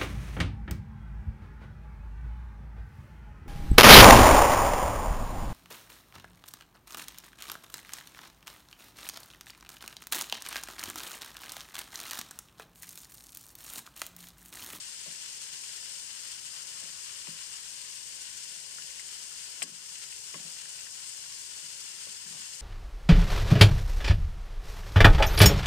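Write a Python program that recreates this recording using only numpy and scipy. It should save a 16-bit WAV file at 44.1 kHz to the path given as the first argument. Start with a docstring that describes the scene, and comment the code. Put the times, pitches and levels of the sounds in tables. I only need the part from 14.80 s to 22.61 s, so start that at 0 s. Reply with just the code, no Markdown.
"""Damp rice sizzles in a large metal pot on a stove, close to a pair of microphones.
From the start, steam and bursting droplets lay a bed of hiss, dotted with wet pops of starch.
A wooden spoon turns the rice, bumping the pot at 0.3, 2.0 and 2.5 s. At 4.8 s one hard knock skids
along the wall and makes the gain control duck. Softer bumps and scrapes follow, the pot rocks and
settles, and the sputter keeps easing off as the rice dries."""
import sys
import numpy as np
from scipy import signal
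from scipy.fft import rfft, irfft
from scipy.io import wavfile
from scipy.ndimage import uniform_filter1d

SR = 44100
rng = np.random.default_rng(int(sys.argv[2]) if len(sys.argv) > 2 else 0)


def to_wav(s):
    """Save 16-bit WAV."""
    ch = np.atleast_2d(s).T  # columns
    pcm = np.round(np.clip(ch, -1, 1) * 32767)  # PCM
    wavfile.write(sys.argv[1], SR, pcm.astype(np.int16))


N = 344421
TIME, FREQS = np.arange(N) / SR, np.fft.rfftfreq(N, 1 / SR)
RIGHT_MIC_LAG_S = 22 / SR

# The broad tone of the hiss. Each row: frequency in Hz, left and right density in dB per Hz.
HISS_TONE = [(25.0, -94.5, -107.5), (103, -92, -96), (300.0, -95.5, -102.4), (730, -91.5, -95),
             (1320, -88, -96.5), (2240, -88, -94), (3800, -85, -93), (4860, -78.5, -89),
             (6330, -79.5, -83.5), (7560, -82.0, -89.5), (9520, -83.5, -97.5), (10570, -90, -99.8),
             (14100, -99.5, -102.2), (15400, -96.5, -101.5)]
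# Resonances and notches of the pot's hollow and the microphone ports.
# Each row: centre in Hz, width in Hz, left and right gain in dB.
HOLLOW_RESONANCES = [(144.4, 43, 4.5, 3.5), (397, 46, 4.5, -5), (532.7, 11.4, 9.5, 6.5), (720, 71, 0, 0.5),
                     (1050, 106, 3, 3.5), (1200, 140, -2.5, 1), (1480, 55, 3.5, -3), (1680, 260, 0.5, -0.5),
                     (1878, 130, 5, -3.5), (1980, 250, -3, 3.5), (2650, 67, -5, -6.5), (2740, 450, 6.5, 5),
                     (2998, 78, 5.5, 0), (3300, 750, 3, 6.5), (3860, 290, -2.5, 0.5), (4320, 450, 2.5, 3.5),
                     (4570, 130, -2.5, -0.5), (4790, 300, 2, 2.5), (5080, 55, 7.5, -1), (5400, 116, 4, 6),
                     (6460, 200, -2, -3), (7030, 780, 3.5, 9.5), (8360, 1060, 9, 0.5), (9400, 380, -2.5, 2),
                     (9750, 700, 0, 2.5)]
# How alike the steam is at both microphones. Each row: frequency in Hz, likeness from 0 to 1.
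STEAM_LIKENESS = [(30, .5), (170, .85), (450, .62), (850, .2), (1500, .45), (2500, .2), (4700, .28),
                  (6500, .06), (14000, .05)]
# The slow ride of the frying. Each row: time in seconds, level in dB, lean to the left in dB.
FRYING_RIDE = [(0, -0.2, 0.5), (0.45, 0.75, -1), (1.2, 0, 1.2), (2.4, 0, 1.3), (3.9, 0, 0.8), (5.4, 0.1, 0),
               (6.6, 0.5, 0.5), (7.8, 0.5, 0)]
# The sizzle flares where turned rice meets hot metal and ebbs under the spoon.
# Each row: middle in seconds, length in seconds, fizz gain in dB, sputter gain in dB.
STIR_SWELLS = [(0.933, 0.36, 1, 1), (1.165, 0.15, 1.5, 0), (1.514, 0.12, 1, 1.5), (1.65, 0.15, -.3, -2.5),
               (1.76, .12, 0, 0.5), (2.30, 0.075, .5, 1.7), (3.273, .26, 0, -1.5), (3.582, 0.091, 2, 1),
               (3.84, 0.35, -.3, -1.5), (5.42, .12, -0.2, -2), (5.55, 0.11, 1.5, 0),
               (6.106, 0.093, -1.2, -4), (6.31, 0.22, 1, -1.5), (7.194, 0.43, -0.3, 0.9),
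               (7.45, 0.12, -2, -1), (7.588, 0.26, .2, 1.5)]
# Narrow dips in the sizzle's tone. Each row: centre in Hz, width in Hz, usual depth from 0 to 1.
DRIFTING_DIPS = [(696, 174, 0.55), (1227, 190, 0.27)]
# The largest wet pops of sticky rice. Each row: start in seconds, level in dB, pitch in Hz.
BIG_POPS = [(0.3116, -38, 2300), (0.3492, -40, 2300), (0.838, -35, 2700), (3.809, -43, 2400),
            (3.9841, -35.5, 1620), (4.1051, -39, 2190), (4.1958, -34, 2030), (4.661, -39, 2800),
            (5.155, -38, 2720), (5.3254, -37, 2760), (5.8552, -42, 1740), (5.9897, -36, 2600),
            (6.067, -42, 1750), (7.62, -46, 1660)]
# The ring of the loaded pot. Each row: pitch in Hz, left and right gain in dB, seconds to fall 60 dB.
RING_MODES = [(160.3, 2, -1, 0.29), (207.6, -5, -9.5, 0.314), (254.3, -5.5, -13, 0.13), (321, -8, -4, 0.14),
              (400, -6, -8, 0.12), (546, 0, -10, 0.16), (600, -9, 2, 0.1), (1096, -0.5, 11, 0.092),
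              (1240, 0, -2, 0.03), (1660, 8, -5, 0.16), (2040, 22, -14, 0.055), (2490, 21, 2, 0.04),
              (2850, 5, -14, 0.05), (2950, 21, -13, 0.055)]
# The pot settles on the stove. Each row: start in seconds, strength in dB, pitch rise of the ring in Hz.
POT_ROCKS = [(4.902, -47.5, 6.5), (5.637, -51, 5), (6.822, -55, 1), (7.446, -53, 2.5), (7.492, -49, 0)]
# The spoon drags over metal and rice, with a row for every band a stroke excites.
# Each row: start in seconds, length in seconds, band gain in dB, lower and upper edge in Hz.
SPOON_SCRAPES = [(0.269, 0.064, 6, 540, 700), (1.96, 0.3, 3, 140, 330), (2.01, 0.1, 5, 450, 700),
                 (4.8217, 0.029, 10.5, 1900, 15000), (4.823, 0.013, 16, 1900, 3300),
                 (4.821, 0.026, 10, 4600, 5500), (4.825, 0.015, 21.5, 7740, 8750),
                 (4.8255, 0.011, 20, 10800, 15000), (5.543, 0.016, 12.5, 780, 1330),
                 (7.505, 0.19, 7, 140, 330), (7.517, 0.09, 1, 380, 1200)]
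# The spoon hits the pot. Each row: start in seconds, strength in dB, contact brightness in Hz,
# tick level in dB, clack level in dB, clack pitch in Hz, thud in dB relative to the strength,
# thud pitch in Hz, pitch rise of the ring in Hz, share of the ring time that the resting spoon leaves.
SPOON_KNOCKS = [(0.261, -53, 650, -40, -50, 580, -5, 190, -0.5, 1.0),
                (2.023, -62, 600, -59, -51, 620, -2, 220, 1, 1.0),
                (2.4709, -44, 380, -28, -40, 1050, -18, 180, 2, 0.8),
                (4.8206, -49.5, 2100, -14.5, -34, 740, 3.5, 280, 5, 1.0),
                (5.5405, -46.5, 980, -35, -45.5, 483, -2.5, 210, 5, 0.87),
                (7.2684, -60, 1000, -50, -44, 470, 0, 210, 0, 0.92)]


def amp(db):
    return 10 ** (np.asarray(db) / 20)


def unit_rms(x):
    return x / np.sqrt(np.mean(x ** 2) + 1e-20)


def curve(table, hz, column=1):
    """One column of a table, joined by straight lines on a log-frequency axis."""
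    table = np.array(table)
    return np.interp(np.log(hz + 1), np.log(table[:, 0]), table[:, column])


def add(mix, start_s, sound):
    part = mix[:, round(start_s * SR):][:, :sound.shape[-1]]
    part += sound[..., :part.shape[1]]


def band(x, low_hz, top_hz):
    return signal.sosfilt(signal.butter(2, [low_hz, top_hz], "band", fs=SR, output="sos"), x)


def wander(rate_hz):
    """Random modulation of unit size, from 3 Hz up to about the given rate."""
    spectrum = rfft(rng.standard_normal(N)) * (FREQS > 3) / (1 + (FREQS / rate_hz) ** 2)
    return unit_rms(irfft(spectrum, N))


def pot_hollow(x, size=2 ** 13):
    """Colours white sound as it travels out of the pot to each microphone."""
    hz = abs(np.fft.fftfreq(size, 1 / SR))
    db = np.array([curve(HISS_TONE, hz, column=1), curve(HISS_TONE, hz, column=2)])
    for centre, width, left, right in HOLLOW_RESONANCES:
        db += np.array([[left], [right]]) / (1 + (2 * (hz - centre) / width) ** 2)
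    minimum_phase = np.exp(np.conj(signal.hilbert(np.log(amp(db)))))
    taps = np.fft.ifft(minimum_phase).real[:, :size // 2]
    return signal.oaconvolve(x, taps * np.sqrt(SR / 2), axes=1)[:, :N]


def wall_bounces(t60, direct):
    """The path from one spot: a direct click, later on the right, and scatter between the walls."""
    t = TIME[:SR // 10]
    taps = rng.standard_normal((2, len(t))) * amp(-60 * t / t60)
    taps /= np.linalg.norm(taps, axis=1, keepdims=True)
    taps[0, 0] += direct
    taps[1, round(RIGHT_MIC_LAG_S * SR)] += direct
    return taps / np.hypot(1, direct)


def drifting_dips(x, drift=.05, depth_spread=.4, knots_per_s=5):
    """Narrow dips in the sizzle near 700 and 1230 Hz that slide, deepen and fill in."""
    for hz, width, depth in DRIFTING_DIPS:
        knots = rng.standard_normal((2, (N // SR + 1) * knots_per_s + 1))
        slide, fade = (np.interp(TIME * knots_per_s, np.arange(len(row)), row) for row in knots)
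        carrier = np.exp(2j * np.pi * np.cumsum(hz * (1 + drift * slide)) / SR)
        pole = np.exp(-np.pi * width / SR)
        dip_band = 2 * (carrier * signal.lfilter([1 - pole], [1, -pole], x / carrier)).real
        x = x - np.clip(depth + depth_spread * fade, 0, 1) * dip_band
    return x


def steam():
    """A smooth rush of vapour, partly alike at the two microphones."""
    left, unrelated = rfft(rng.standard_normal((2, N)))
    likeness = curve(STEAM_LIKENESS, FREQS)
    lag = np.exp(-2j * np.pi * FREQS * RIGHT_MIC_LAG_S)
    right = likeness * left * lag + np.sqrt(1 - likeness ** 2) * unrelated
    return irfft(np.array([left, right]), N)


def droplets(per_s, clump_db, t60, direct, spread_db=3.5, spots=12):
    """Droplets burst in spurts at several spots on the hot metal; most are tiny, a few are large."""
    rate = per_s * amp(clump_db * wander(rate_hz=40))
    size = amp(spread_db * np.minimum(rng.exponential(1, N), 4.5)) * rng.choice([-1, 1], N)
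    clicks = size * (rng.random(N) < rate / SR)
    spot = rng.integers(0, spots, N)
    crackle = sum(signal.oaconvolve((clicks * (spot == k))[None], wall_bounces(t60, direct), axes=1)
                  for k in range(spots))
    return unit_rms(crackle[:, :N])


def stir_swells():
    """Stirring rides the fizz and the sputter up and down in smooth humps, given in dB."""
    gains_db = 0
    for middle_s, length_s, fizz_db, sputter_db in STIR_SWELLS:
        hump = np.cos(np.pi * np.clip((TIME - middle_s) / length_s, -.5, .5)) ** 2
        gains_db += np.outer([fizz_db, sputter_db], hump)
    return gains_db


def sizzle(fizz_above_hz=4400, sputter_above_hz=900, steam_db=-2, wet_db=1.2, drying_db_per_s=.19):
    """Water boils off hot metal: steam throughout, fine fizz on top, and wet sputter that dries off."""
    times, level_db, lean_db = np.transpose(FRYING_RIDE)
    pan_db = np.array([[.5], [-.5]]) * np.interp(TIME, times, lean_db)
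    flicker_db = .5 * wander(rate_hz=23) + .39 * wander(rate_hz=18)
    heat = amp(np.interp(TIME, times, level_db) + pan_db + flicker_db)
    fizz_swell_db, sputter_swell_db = stir_swells()
    wetness = amp(wet_db - drying_db_per_s * TIME + sputter_swell_db + .5 * wander(rate_hz=14))
    rush = steam()
    # The finest bursts reach the microphones mostly by way of the walls.
    fizz = amp(steam_db) * rush + amp(-5) * droplets(per_s=2600, clump_db=2.2, t60=.022, direct=.42)
    sputter = amp(steam_db) * rush + amp(-3) * droplets(per_s=1400, clump_db=1.2, t60=.05, direct=.65)
    below_sputter = 1 / (1 + (FREQS / sputter_above_hz) ** 6)
    below_fizz = 1 / (1 + (FREQS / fizz_above_hz) ** 6)
    lows = rfft(rush) * below_sputter
    mids = rfft(heat * wetness * sputter) * (below_fizz - below_sputter)
    highs = rfft(heat * amp(fizz_swell_db) * fizz) * (1 - below_fizz)
    return irfft(lows + mids + highs, N)


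def blip(hz, cycles_to_peak, t60, direct):
    """A few cycles that swell and die, with their scatter inside the pot."""
    cycles = TIME[:SR // 25] * hz
    envelope = (cycles / cycles_to_peak * np.exp(1 - cycles / cycles_to_peak)) ** 2
    wave = envelope * np.sin(2 * np.pi * cycles)
    return signal.fftconvolve(wave[None], wall_bounces(t60, direct), axes=1)


def starch_pops(small_per_s=1.5, small_db=-46, small_hz=1900, spread_octaves=.37):
    """Bubbles of starch burst, off to the left: large ones on cue and small ones at random."""
    out = np.zeros((2, N))
    draws = rng.uniform(-1, 1, (round(small_per_s * N / SR), 2))
    small_pops = [(abs(when) * TIME[-1], small_db, small_hz * 2 ** (spread_octaves * pitch))
                  for when, pitch in draws]
    for start_s, db, hz in BIG_POPS + small_pops:
        add(out, start_s, amp(db) * blip(hz, cycles_to_peak=1.3, t60=.05, direct=1.2))
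    return out * amp([[4], [-5]])


def pot_ring(bright_hz, shift_hz, ring_share=1, build_cycles=2.7):
    """Low modes bloom last; a soft contact leaves the high ones quiet, and pressure lifts the pitch."""
    t, ring = TIME[:SR // 2], 0
    for hz, left_db, right_db, t60 in RING_MODES:
        attack = 1 - np.exp(-(t * hz / build_cycles) ** 4)
        decay = amp(np.array([[left_db], [right_db]]) - 60 * t / (t60 * ring_share))
        softening = np.hypot(1, (hz / bright_hz) ** 2)
        ring += attack * decay / softening * np.sin(2 * np.pi * (hz + shift_hz) * t)
    return ring


def stove_thud(hz, ring_share=1, rise_s=.013, t60=.3):
    """The pot shakes dully on the stove, in a broad band around hz."""
    t = TIME[:SR // 2]
    envelope = (1 - np.exp(-(t / rise_s) ** 2)) * amp(-60 * t / (t60 * ring_share))
    rumble = unit_rms(band(rng.standard_normal(len(t)), hz / 1.5, hz * 1.5))
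    return amp([[0], [-5]]) * envelope * rumble


def pot_rocks(bright_hz=184, thud_db=-13, thud_hz=190):
    """The pot drops back on its support with a soft bump that rings mainly its lowest modes."""
    out = np.zeros((2, N))
    for start_s, db, shift_hz in POT_ROCKS:
        bump = pot_ring(bright_hz, shift_hz) + amp(thud_db) * stove_thud(thud_hz)
        add(out, start_s, amp(db) * bump)
    return out


def spoon_scrapes(grit_db=3.5):
    """Wood slips in a run of tiny catches that swells quickly and dies more slowly."""
    out = np.zeros((2, N))
    grit = amp(grit_db * wander(rate_hz=170))
    for start_s, length_s, db, low_hz, top_hz in SPOON_SCRAPES:
        friction = rng.standard_normal((2, SR // 4))[:, :round(length_s * SR)]  # 0.25 s at most
        envelope = np.sin(np.pi * np.linspace(0, 1, friction.shape[1]) ** .6)
        add(out, start_s, amp(db) * band(friction, low_hz, top_hz) * envelope)
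    return out * grit


def spoon_knocks(tick_hz=2600):
    """Each hit layers a tick, a dull wooden clack, the damped pot's ring and its thud on the stove."""
    out = np.zeros((2, N))
    for (start_s, db, bright_hz, tick_db, clack_db, clack_hz,
         thud_db, thud_hz, shift_hz, ring_share) in SPOON_KNOCKS:
        tick = amp([[0], [-11]]) * blip(tick_hz, cycles_to_peak=1, t60=.025, direct=1.2)
        clack = amp([[0], [-3]]) * blip(clack_hz, cycles_to_peak=1.3, t60=.044, direct=.9)
        body = pot_ring(bright_hz, shift_hz, ring_share) + amp(thud_db) * stove_thud(thud_hz, ring_share)
        add(out, start_s, amp(tick_db) * tick + amp(clack_db) * clack)
        add(out, start_s, amp(db) * body)
    return out


def scene():
    """Sizzle and scrapes sound through the hollow of the pot; knocks, bumps and pops sit on top."""
    bed = pot_hollow(drifting_dips(sizzle()) + spoon_scrapes())
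    return bed + spoon_knocks() + pot_rocks() + starch_pops()


def record(dry):
    """Gain control ducks after a loud hit and recovers; a steep low-pass trims the very top."""
    threshold_db, duck_share, attack_s, release_db_per_s = -34, .55, .009, 30
    power_db = 10 * np.log10(abs(uniform_filter1d((dry ** 2).mean(0), size=300)) + 1e-12)
    fall_db = TIME * release_db_per_s
    held_peak_db = np.maximum.accumulate(power_db + fall_db) - fall_db
    over_db = np.maximum(held_peak_db - threshold_db, 0)
    pole = np.exp(-1 / (attack_s * SR))
    ducked = dry * amp(-duck_share * signal.lfilter([1 - pole], [1, -pole], over_db))
    low_pass = signal.firwin(1023, cutoff=15180, window=("kaiser", 9), fs=SR)
    return signal.oaconvolve(ducked, low_pass[None], "same")


dry = scene()
out = record(dry)
to_wav(out)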